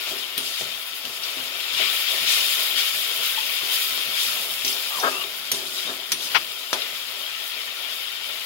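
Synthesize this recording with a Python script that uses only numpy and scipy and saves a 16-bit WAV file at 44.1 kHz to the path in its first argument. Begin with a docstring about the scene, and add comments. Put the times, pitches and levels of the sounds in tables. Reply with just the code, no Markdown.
"""Wet spice paste sizzles in a hot wok, heard close through two ports: bubble bursts, clicks and hiss. A steel
spatula drags grit over the metal as noise coloured by the wok's modes, above a low stove rumble. It knocks the
pan (dull push, low modes), clinks on it (crack, thin blade modes), squeaks in gliding tones and twice judders
in stick-slip pulses. Freshly turned paste hisses louder, then settles."""
import sys
import numpy as np
from scipy import signal
from scipy.fft import rfft, irfft, next_fast_len
from scipy.io import wavfile
from scipy.ndimage import uniform_filter1d

SR = 44100
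rng = np.random.default_rng(int(sys.argv[2]) if len(sys.argv) > 2 else 0)


def amplitude_ratio(level_db):
    """Convert a level in decibels to the matching linear amplitude (field) ratio."""
    exponent = np.asarray(level_db, float) / 20
    return 10 ** exponent


def digitize_waveform(pressure):
    """Quantize a signal to 16-bit integers and store it at the path in sys.argv[1].

    Rows of a 2-D input are taken as channels; values are limited to [-1, 1].
    """
    field = np.atleast_2d(pressure).T
    bounded = np.clip(field, -1, 1)
    quanta = np.round(bounded * 32767).astype(np.int16)
    wavfile.write(sys.argv[1], SR, quanta)


N = 372644

# Steady frying of the paste. Each row: time in seconds, bursting bubbles in dB, fine fizz in dB.
STEADY_FRYING = [(0.0, -33, -37), (0.3, -37, -41.5), (0.55, -35.5, -41), (1.0, -38.5, -40.5),
                 (1.45, -37, -40), (1.72, -30.5, -39), (1.95, -30, -32.5), (2.15, -29, -33),
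                 (2.5, -28.5, -30.5), (3.0, -30.5, -32.5), (3.6, -31.5, -35), (4.0, -30.5, -33),
                 (4.55, -34.5, -34), (4.9, -34, -36), (5.3, -41.5, -41), (5.48, -38, -41),
                 (6.05, -39, -43.5), (6.6, -38.5, -41.5), (7.0, -36.5, -41), (7.5, -35, -41),
                 (8.45, -35, -41.5)]
# Wet paste turned onto hot metal flares up. Each row: start in seconds, rise in seconds, bubbles in dB,
# fizz in dB, fade in dB per second.
FLARES = [(.53, 0.021, -39, -57, 56), (1.2, 0.059, -34, -54, 44), (1.76, 0.029, -22.5, -35.5, 72),
          (2.05, 0.021, -33, -48, 43), (2.24, 0.056, -24, -32, 49), (2.75, 0.033, -24.5, -30, 90),
          (3.18, .05, -30.5, -33.5, 53), (3.5, 0.037, -33, -36, 60), (3.67, 0.069, -28.5, -28.5, 72),
          (4.14, 0.046, -28.5, -44, 54), (4.64, 0.033, -36.5, -36, 30), (5.16, 0.059, -35.5, -43, 37),
          (5.74, 0.048, -35.5, -50, 80), (5.84, 0.021, -41, -51, 108), (6.27, 0.055, -34, -42, 92),
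          (6.735, .02, -52, -52, 37), (6.755, 0.029, -36, -48, 67)]
# The blade scrapes over the metal. Each row: start in seconds, rise in seconds, drag into the wok in dB,
# hiss of the edge in dB, fade in dB per second.
SCRAPES = [(.04, 0.03, -43.5, -47, 51), (.37, 0.03, -52, -37, 45), (.6, 0.034, -46, -47, 55),
           (1.05, 0.043, -49, -50, 50), (1.2, 0.078, -48.5, -45, 23), (1.33, 0.044, -47, -58, 40),
           (2.16, 0.058, -48, -40, 50), (2.25, 0.03, -49, -32, 47), (3.7, .05, -52, -47, 40),
           (4.18, 0.064, -52, -35, 66), (4.27, 0.086, -44.5, -55, 47), (4.65, 0.043, -47.5, -40, 33),
           (4.92, 0.061, -41.5, -39.5, 48), (5.03, 0.026, -33.5, -52, 98), (5.1, .04, -45.5, -46, 33),
           (5.52, .02, -46, -39.5, 27), (5.7, 0.083, -49, -35.5, 93), (5.83, 0.043, -42, -62, 54),
           (6.12, 0.11, -47, -38.5, 45), (6.3, 0.044, -45.5, -53, 58), (6.73, 0.0074, -37.5, -37, 72),
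           (6.77, 0.022, -55, -59, 43)]
# The stove is jolted and rumbles. Each row: start in seconds, level in dB.
STOVE_JOLTS = [(.06, -52), (.35, -50), (.59, -49), (.9, -63), (1.03, -53), (1.17, -69), (1.37, -53),
               (1.71, -53), (1.79, -51), (2.19, -51), (2.45, -58), (2.68, -59), (2.91, -53), (3.14, -56),
               (3.22, -60), (3.45, -61), (3.6, -55), (3.88, -53), (4.05, -53), (4.25, -52), (4.36, -59),
               (4.48, -53), (4.62, -49.5), (4.8, -68), (4.94, -55), (5.03, -54), (5.15, -55), (5.25, -59),
               (5.36, -58), (5.5, -47), (5.65, -58), (5.84, -49), (6.09, -50), (6.22, -53), (6.36, -54),
               (6.71, -58), (6.9, -58), (7.3, -65), (7.78, -73), (7.9, -63), (8.03, -73)]
# The wok is knocked on its stand. Each row: start in seconds, peak in dB, centre of the ring in Hz,
# spread in octaves, rise in seconds, ring time as a factor on t60.
KNOCKS = [(0.109, -30.5, 397, 0.73, 0.0097, 1.1), (0.377, -31, 380, 0.82, 0.0016, 0.73),
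          (0.61, -29.5, 600, 0.4, 0.0026, 0.49), (1.045, -36, 368, 0.92, 0.0045, 1.1),
          (1.365, -34, 263, 1.2, 0.0053, 0.56), (1.795, -28.5, 550, 0.39, 0.0061, 1),
          (3.374, -26.5, 880, 0.12, 0.0047, 0.36), (3.631, -38, 417, .3, 0.0032, 0.34),
          (4.284, -44, 660, .5, .003, .8), (4.641, -34, 405, 0.81, 0.011, 1.1),
          (4.748, -36, 690, 0.78, 0.0064, 0.68), (5.085, -32.5, 350, .3, .01, .5),
          (5.13, -38, 383, .15, .03, .6), (5.245, -36.5, 388, .2, 0.0096, .3),
          (5.514, -32.5, 380, 0.52, 0.0025, 2.4), (5.889, -29.5, 408, 0.82, 0.0028, 0.5),
          (5.892, -30, 1350, 0.4, 0.003, 0.21), (6.114, -37.5, 317, 0.32, 0.0033, 0.89),
          (6.7301, -9, 895, 0.92, 0.00031, 0.2), (6.739, -28, 550, .8, 0.011, .5)]
# The blade edge strikes the pan. Each row: start in seconds, peak in dB, centre of the ring in Hz,
# spread in octaves, crack against the ring in dB, ring time as a factor on t60.
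CLINKS = [(0.3778, -14.5, 11800, 0.45, -1, .8), (0.3783, -13.5, 3500, 0.65, 5, 0.5),
          (0.61, -20, 4600, .7, 11, .6), (1.052, -19, 3980, 0.96, 10, .5), (1.235, -22, 4730, 0.2, 3, 0.62),
          (4.6476, -12.5, 5600, 0.67, 6, 0.88), (4.679, -15, 5400, 0.49, 3, .5),
          (4.727, -21, 4800, 0.23, -2, .7), (4.998, -20.5, 4900, 0.52, -7, 0.75),
          (5.516, -5, 7300, 1.7, -2, 0.74), (6.119, -7.5, 8200, 1.6, 5.5, 1),
          (6.73, -12, 4770, 0.71, 3, 0.33), (6.819, -19, 3500, 0.4, 4, .4)]
# The blade sings as it slides, one list a squeak. Each row: time in seconds, pitch in Hz, rms level in dB.
SQUEAKS = [
    [(4.90, 1156, -40), (4.925, 1198, -38), (4.95, 1197, -37), (4.968, 1100, -39), (4.99, 1040, -36),
     (5.003, 900, -38), (5.02, 740, -36), (5.04, 680, -43)],
    [(4.905, 856, -48), (4.93, 880, -43), (4.955, 880, -50)],
    [(5.11, 1148, -42), (5.13, 1253, -38), (5.155, 1148, -40), (5.178, 1288, -38), (5.2, 1152, -41),
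     (5.25, 1106, -43)],
    [(5.115, 2635, -39), (5.13, 2640, -32), (5.142, 2644, -36), (5.153, 2670, -29.5), (5.175, 2740, -39),
     (5.192, 2810, -36), (5.21, 2870, -30.5), (5.25, 2790, -39)],
    [(5.765, 3670, -45), (5.785, 3860, -33), (5.815, 3920, -43)],
    [(5.85, 3500, -46), (5.875, 3700, -32), (5.915, 3770, -43)],
]
# The blade chatters over bare metal, slowly low in the bowl, then fast on the near wall. Each row: start in
# seconds, length in seconds, rms level in dB, slips per second at the slowest before unevenness, added
# left-right tilt in dB, unevenness, grit between slips (0-1), ring of the bowl in dB.
JUDDERS = [(5.026, .075, -27, 215, 4.5, .3, 0.012, 1.5), (6.343, 0.043, -22, 1300, 32, 7.3, 0.9, -28)]
# Colour of each judder, one list for each row above. Each row: frequency in Hz, level in dB.
JUDDER_COLOURS = [
    [(40, -73), (120, -22), (200, -7.5), (340, -6), (500, -1), (650, -1), (900, 1), (1250, 2.5),
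     (1450, 0.5), (1650, 6), (2000, -23), (4000, -46), (16000, -68)],
    [(60, -75), (250, -23), (600, -12), (800, -3), (1000, -5.5), (1400, 2), (1650, -2), (1900, -1.5),
     (2500, 1.2), (3300, 0), (4500, -9.5), (6000, -14), (7500, -52), (16000, -47)],
]
# Ringing modes of the blade, then of the wok. Each row: pitch in Hz, relative level in dB, t60 in seconds.
BLADE_MODES = [(2900, -8, .05), (3720, -6, .05), (4800, -4, .06), (5380, 3, .1), (5720, 2, .12),
               (6035, 5, .075), (6310, 4, .06), (6650, 2, .075), (7100, -3, .08), (8090, 2, .05),
               (9390, -3, .15), (9535, 2, .18), (11900, -5, .07), (12320, 5, .065), (12810, 2, .05),
               (13900, 0, .03)]
WOK_MODES = [(123, 0, 0.36), (225.3, -2, 0.6), (261.7, 5, 0.37), (346, -12, 0.78), (380, -0.5, 0.39),
             (413, -1, 0.35), (483, -4.5, 0.059), (550, -8.5, 0.094), (641.4, -1.5, 0.12), (690, -8, 0.19),
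             (883, -4, 0.28), (1006, -1.5, 0.26), (1120, -5.5, 0.12), (1252, 1.5, 0.16), (1326, 1, 0.24),
             (1470, 1, 0.18), (1615, 5, 0.22)]
# The bowl lifts and dents the sizzle inside it. Each row: centre in Hz, width in Hz, lift in dB.
HOLLOW_BUMPS = [(825, 20, 1), (1358, 140, 4), (1630, 90, -3.5), (2452, 243, 4.5), (3050, 334, 4.5),
                (3615, 114, 4.5), (4050, 930, 1.5), (4900, 170, 1.4), (6300, 240, -3)]
# Colour of each channel; the left peaks near 3.2 kHz and has a deep gap near 8.2 kHz. Each row: frequency in
# Hz, level in dB.
LEFT_COLOUR = [(30, -26), (80, -25.5), (200, -22), (600, -11), (1300, -8.5), (1900, -5), (2500, -4.5),
               (3200, -0.5), (3900, -2.5), (5000, -8), (6500, -15), (7500, -23), (8250, -61), (9100, -24.5),
               (12000, -16), (15700, -14.5)]
RIGHT_COLOUR = [(30, -34), (80, -32), (200, -25), (600, -15), (1300, -13.5), (2500, -15.5), (3200, -19),
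                (4500, -12.5), (6500, -14), (7600, -15), (8500, -18), (9200, -13.5), (15700, -12.5)]
# How alike the ports hear. Each row: frequency in Hz, left-right likeness (0-1).
PORT_LIKENESS = [(60, 0.57), (300, 0.88), (900, 0.72), (1800, 0.19), (3500, 0.093), (5500, 0.21),
                 (6500, 0.14), (7300, 1), (8200, 0.4), (9400, 0.91), (13200, 0.68), (15500, 0.53)]
# Phase between the channels. Each row: frequency in Hz, turns by which the left leads up to about 6 kHz; from
# 6.6 kHz a whole turn, so both are in step.
LEFT_LEAD = [(100, .01), (1000, .11), (2400, .35), (5000, .5), (6000, .6), (6600, 1), (16000, 1)]

SPIT_DB = -11  # spitting, relative to the fizz
SQUELCH_DB = -3  # paste squelching as the blade drags, relative to the drag
CALM_DB = -34.5  # level of the bursts at which bubbling and murmur have their own levels
BUBBLING_DB, BUBBLING_SHARE = -45.5, 0.59  # low bubbling follows the bursts by this share in dB
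MURMUR_DB, MURMUR_SHARE = -50, 0.81  # so does the murmur of the bowl
JOLT_RISE_S, JOLT_FADE_DB_PER_S, STOVE_DB = 0.034, 135, -73
SQUEAK_WIDTH_HZ = 170  # width of the shiver in a squeak
SQUEAK_PURE, PURE_HZ = 0.5, 1150  # steady part of a squeak at this mean pitch; higher ones are purer, up to 1


def read(points, hz):
    """Reads a spectrum table at the given frequencies, along log frequency."""
    f, value = np.transpose(points)
    return np.interp(np.log(hz + 1), np.log(f + 1), value)


def curve(rows):
    """Turns every dB column of a timed table into a gain for each sample."""
    s, *columns = np.transpose(rows)
    t = np.arange(N) / SR
    return [amplitude_ratio(np.interp(t, s, column)) for column in columns]


def evened(pair):
    """Scales a pair so that its middle has rms 1."""
    return pair / np.sqrt(np.mean(pair.mean(0) ** 2) + 1e-20)


def peaked(pair, db):
    """Scales a pair so that its middle peaks at db."""
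    return amplitude_ratio(db) * pair / (abs(pair.mean(0)).max() + 1e-12)


def add(mix, s, pair):
    """Mixes a short pair in at time s."""
    part = mix[:, round(s * SR):][:, :pair.shape[1]]
    part += pair[:, :part.shape[1]]


def above(hz, edge_hz):
    """Power share above a soft crossover."""
    return 1 / (1 + (edge_hz / (hz + 1)) ** 8)


def ports(paths, shape=lambda hz: 1):
    """Two paths of one sound become left and right, each with its colour, sharing part of what they carry."""
    length = paths.shape[1]
    size = next_fast_len(length + 2048)
    hz = np.fft.rfftfreq(size, 1 / SR)
    first, second = rfft(np.pad(paths, ((0, 0), (256, 0))), size)
    same = np.clip(read(PORT_LIKENESS, hz), -1, 1)
    lag = np.exp(-2j * np.pi * read(LEFT_LEAD, hz))
    left = first * amplitude_ratio(read(LEFT_COLOUR, hz))
    right = (same * first * lag + np.sqrt(1 - same ** 2) * second) * amplitude_ratio(read(RIGHT_COLOUR, hz))
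    return irfft(np.array([left, right]) * shape(hz), size)[:, 256:256 + length]


def swells(start, rise, db, fade):
    """Summed power of events whose gain rises in a straight line, then fades by so many dB a second."""
    t = np.arange(0, N + 64, 64) / SR - np.asarray(start)[:, None]
    rise, db, fade = (np.reshape(v, (-1, 1)) for v in (rise, db, fade))
    ramp = np.clip(t / np.maximum(rise, 0.002), 0, 1)
    gain = ramp * amplitude_ratio(db - fade * np.maximum(t - rise, 0))
    return np.interp(np.arange(N), np.arange(t.shape[1]) * 64, (gain ** 2).sum(0))


def waver(depth_db, top_hz):
    """A gain that drifts by depth_db rms: 24 slow sines at random phases, up to top_hz."""
    hz = np.geomspace(1.5, top_hz, 24)[:, None]
    t = np.arange(0, N + 64, 64)
    drift = np.sin(2 * np.pi * (hz * t / SR + rng.random((24, 1)))).sum(0)
    return amplitude_ratio(depth_db * np.interp(np.arange(N), t, drift / drift.std()))


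def pop_sizes(per_s, spread_db):
    """Random moments of random size: mostly small, a few large."""
    return amplitude_ratio(spread_db * np.minimum(rng.exponential(1, N), 4)) * (rng.random(N) < per_s / SR)


def ticks(per_s, spread_db):
    """Single-sample clicks, each path with its own signs."""
    return pop_sizes(per_s, spread_db) * rng.choice([-1., 1.], (2, N))


def body(hz):
    """The wok's modes as one response, a sum of resonances."""
    return sum(amplitude_ratio(db) / (1 + 2j * (hz - f) * t60 / 7) for f, db, t60 in WOK_MODES)


def rings(modes, t, centre_hz, octaves, longer, scatter_db):
    """Struck modes decay together, strongest near centre_hz; the second path has its own phases."""
    hz, db, t60 = np.transpose(modes)[:, :, None]
    phase, scatter = rng.random((2, 40, 1))[:, :len(modes)]
    level_db = db - 6 * np.log2(hz / centre_hz) ** 2 / octaves ** 2 + scatter_db * (scatter - 0.5)
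    level = amplitude_ratio(level_db - 60 * t / (t60 * longer))
    return np.array([(level * np.sin(2 * np.pi * (hz * t + c))).sum(0) for c in (0, phase)])


def frying():
    """Gains of bubbles and fizz: the power of steady frying plus that of the flares."""
    start, rise, *levels_db, fade = np.transpose(FLARES)
    pairs = zip(curve(STEADY_FRYING), levels_db)
    return [np.sqrt(steady ** 2 + swells(start, rise, db, fade)) for steady, db in pairs]


def bubbles(per_s, cycles, spread_db):
    """Bubbles of 32 sizes: short damped tones that rise as they burst, on both paths a moment apart."""
    size = pop_sizes(per_s, spread_db)
    kind = np.floor(32 * rng.random(N) ** 0.6)
    out = np.zeros((2, N + 4096))
    for k, hz in enumerate(np.geomspace(800, 15500, 32)):
        turns = np.arange(0, 3 * cycles, hz / SR)
        tone = np.sin(2 * np.pi * turns * (1 + 0.0104 * turns))
        pop = np.exp(-turns / cycles * 2) * np.minimum(turns, 1) * tone * hz ** 1.02
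        train = signal.oaconvolve(size * (kind == k), pop)[:N]
        late = rng.integers(20, 300)  # samples
        out[0, :N] += train
        out[1, late:late + N] += train
    return out[:, :N]


def patchy(pair, patch_db):
    """Narrow random patches of the spectrum come and go within tens of milliseconds."""
    z = signal.stft(pair, nperseg=512, noverlap=384)[2]
    patches = rng.standard_normal(z.shape[1:])
    patches = uniform_filter1d(uniform_filter1d(patches, 8, 1), 2, 0)  # along time, then frequency
    z = z * amplitude_ratio(patch_db * patches / patches.std())
    return signal.istft(z, nperseg=512, noverlap=384)[1][:, :N]


def hollow(hz, ripple_db):
    """Broad bumps of the bowl, and a fine steady ripple from echoes off pan and walls."""
    bumps_db = sum(db * np.exp(-((hz - f) / width) ** 2) for f, width, db in HOLLOW_BUMPS)
    return amplitude_ratio(bumps_db + np.interp(hz, np.linspace(0, SR / 2, len(ripple_db)), ripple_db))


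def sizzle():
    """Steam bubbles burst by the thousand over a bed of hiss; the scraping edge adds to the spitting."""
    burst, fizz = frying()
    start, rise, drag_db, edge_db, fade = np.transpose(SCRAPES)
    spit = np.sqrt((amplitude_ratio(SPIT_DB) * fizz) ** 2 + swells(start, rise, edge_db, fade))
    spit = spit * waver(depth_db=2.5, top_hz=14)
    bubbling = amplitude_ratio(BUBBLING_DB) * (burst / amplitude_ratio(CALM_DB)) ** BUBBLING_SHARE
    bubbling = bubbling * waver(depth_db=-0.45, top_hz=25.7)
    bubbling = np.sqrt(bubbling ** 2 + swells(start, rise, drag_db + SQUELCH_DB, fade))
    burst = burst * waver(depth_db=0.38, top_hz=14)
    fizz = fizz * waver(depth_db=1.5, top_hz=14)

    hiss = patchy(rng.standard_normal((2, N)), patch_db=2.5)
    oil = amplitude_ratio(-2) * evened(hiss)
    oil = oil + amplitude_ratio(-19) * evened(ticks(per_s=2500, spread_db=2.2))
    oil = oil + amplitude_ratio(-5) * evened(bubbles(per_s=8000, cycles=11, spread_db=2.76))
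    ripple_db = 2.4 * uniform_filter1d(rng.standard_normal(2000), 4)

    def layer(low_hz, top_hz):
        """One band of the oil, through the bowl and the ports."""
        def band(hz):
            return hollow(hz, ripple_db) * np.sqrt(above(hz, low_hz) * (1 - above(hz, top_hz)))
        return evened(ports(oil, band))

    low = bubbling * layer(800, 1950) + burst * layer(1950, 5500)
    return low + spit * layer(5500, 8400) + fizz * layer(8400, 30000)


def drag():
    """Grit under the blade shakes the wok's modes over a dull scrape; the stove below rumbles."""
    start, rise, drag_db, _, fade = np.transpose(SCRAPES)
    burst = curve(STEADY_FRYING)[0]
    murmur = amplitude_ratio(MURMUR_DB) * (burst / amplitude_ratio(CALM_DB)) ** MURMUR_SHARE * waver(depth_db=2.0, top_hz=10)
    scrape = np.sqrt(murmur ** 2 + swells(start, rise, drag_db, fade))
    start, db = np.transpose(STOVE_JOLTS)
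    idle = amplitude_ratio(STOVE_DB) * waver(depth_db=-3.0, top_hz=8.6)
    rumble = np.sqrt(idle ** 2 + swells(start, JOLT_RISE_S, db, JOLT_FADE_DB_PER_S))

    def bowl_band(hz):
        return (abs(body(hz)) + 0.29) * above(hz, 218) * np.sqrt(1 - above(hz, 986))

    def stove_band(hz):
        return np.sqrt(1 - above(hz, 245)) * np.sqrt(above(hz, 45))

    grit = amplitude_ratio(-6) * evened(ticks(per_s=1500, spread_db=3.0)) + rng.standard_normal((2, N))
    bowl = ports(grit, bowl_band)
    stove = ports(rng.standard_normal((2, N)), stove_band)
    flame = ports(rng.standard_normal((2, N)), lambda hz: 1 / (1 + ((hz - 124) / 12) ** 2))  # burner hum
    return scrape * evened(bowl) + rumble * evened(stove) + amplitude_ratio(-74) * evened(flame)


def knock(db, centre_hz, octaves, rise, longer):
    """A dull push, weaker where few modes are struck, with the low modes of the bowl ringing after it."""
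    t = np.arange(SR // 3) / SR
    onset = np.minimum(t / max(rise, 1e-4), 1)
    push = rng.standard_normal((2, len(t))) * (amplitude_ratio(-60 * t / 0.0039) + amplitude_ratio(-18 - 60 * t / 0.16))
    snap = amplitude_ratio(15 - 60 * t / 0.00092) * np.sin(2 * np.pi * centre_hz * t)

    def dull(hz):
        low_cut = np.sqrt(above(hz, centre_hz / 2 ** (octaves + 0.61)))
        return low_cut / (1 + (hz / centre_hz / 2 ** octaves) ** 4)

    thud = peaked(ports((push + snap) * onset, dull), 6 * np.log2(min(octaves / 0.75, 1)))
    ring = peaked(ports(rings(WOK_MODES, t, centre_hz, octaves, longer, scatter_db=1.5) * onset), 0)
    thin = signal.butter(2, 0.23 * centre_hz, "highpass", fs=SR, output="sos")
    return peaked(signal.sosfilt(thin, thud + ring), db)


def clink(db, centre_hz, octaves, crack_db, longer):
    """A sharp crack, a noisy tail from the kitchen walls that soon dulls, and the thin ring of the blade."""
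    t = np.arange(SR // 4) / SR
    noise = rng.standard_normal((2, len(t)))
    dull = signal.sosfilt(signal.butter(1, 7000, fs=SR, output="sos"), noise)
    crack = noise * (amplitude_ratio(20.5 - 60 * t / 0.0055) + amplitude_ratio(-1 - 60 * t / 0.03))
    crack = crack + dull * amplitude_ratio(8.5 - 60 * t / 0.14)
    crack = ports(crack, lambda hz: amplitude_ratio(-2.5 * np.log2((hz + 1) / centre_hz) ** 2 / octaves ** 2))
    ring = ports(rings(BLADE_MODES, t, centre_hz, octaves, longer, scatter_db=6))
    onset = np.minimum(t / 0.00093, 1)
    return peaked((peaked(crack, crack_db) + peaked(ring, 0)) * onset, db)


def squeak(rows):
    """A gliding tone whose strength and phase shiver with narrow noise."""
    s, hz, db = np.transpose(rows)
    t = np.arange(s[0], s[-1], 1 / SR)
    r = np.exp(-np.pi * SQUEAK_WIDTH_HZ / SR)
    noise = rng.standard_normal((2, len(t))) + 1j * rng.standard_normal((2, len(t)))
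    fuzz = signal.lfilter([1], [1, -2 * r, r * r], noise)
    pure = min(SQUEAK_PURE * hz.mean() / PURE_HZ, 1)
    glide = np.exp(2j * np.pi * np.cumsum(np.interp(t, s, hz)) / SR)
    tone = ((pure + fuzz / fuzz.std()) * glide).real
    return evened(ports(tone)) * amplitude_ratio(np.interp(t, s, db)) * signal.windows.tukey(len(t), 0.1)


def judder(length, db, per_s, lean_db, uneven, grit, ring_db, colour):
    """Uneven stick-slip pulses under a swell that rises fast, heard through the part of the pan beneath."""
    t = np.arange(round(SR * (length + 0.073))) / SR
    done = np.minimum(t / length, 1)
    hurry = 1 + 3.25 * (2 * done - 0.78) ** 2  # slips are slowest a little before the middle
    wander = np.exp(uneven * uniform_filter1d(rng.standard_normal(len(t)), 150))
    turns = np.cumsum(per_s * hurry / SR * wander)
    slips = np.diff(np.floor(turns), prepend=0) * rng.uniform(0.65, 1, len(t))
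    swell = np.sin(np.pi * done ** 0.69) ** 1.25
    echo = rng.standard_normal((2, 3000)) * amplitude_ratio(-31 - 60 * np.arange(3000) / SR / 0.04)
    echo[:, [0, 12]] = np.eye(2)  # direct sound, 12 samples later on the second path
    pulses = (slips + grit * rng.standard_normal(len(t))) * swell
    drive = signal.fftconvolve(pulses[None], echo, axes=1)[:, :len(t)]

    def pan(hz):
        """The judder's colour takes the place of the left channel's own."""
        return amplitude_ratio(read(colour, hz) - read(LEFT_COLOUR, hz)) * (1 + amplitude_ratio(ring_db) * body(hz) * above(hz, 310))

    return amplitude_ratio(db) * evened(ports(drive, pan) * amplitude_ratio([[lean_db / 2], [-lean_db / 2]]))


def scene():
    """Frying and dragging run throughout; knocks, clinks, squeaks and judders are laid on top."""
    mix = sizzle() + drag()
    for play, table in ((knock, KNOCKS), (clink, CLINKS)):
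        for s, *row in table:
            add(mix, s, play(*row))
    for rows in SQUEAKS:
        add(mix, rows[0][0], squeak(rows))
    for (s, *row), colour in zip(JUDDERS, JUDDER_COLOURS):
        add(mix, s, judder(*row, colour))
    return mix


def roll_off(x):
    """The treble ends steeply here."""
    return signal.sosfilt(signal.butter(12, 16970, fs=SR, output="sos"), x)


def record(dry):
    """The preamp rounds off the loudest peaks; a bass cut and a steep treble limit follow."""
    round_top = 1.1 * np.tanh(dry / 1.1)
    thin = signal.sosfilt(signal.butter(2, 55, "highpass", fs=SR, output="sos"), round_top)
    treble_limit = signal.firwin(511, 15900, window=("kaiser", 9), fs=SR)
    finished = signal.oaconvolve(thin, treble_limit[None], "same")
    return roll_off(finished)


dry = scene()
out = record(dry)
digitize_waveform(out)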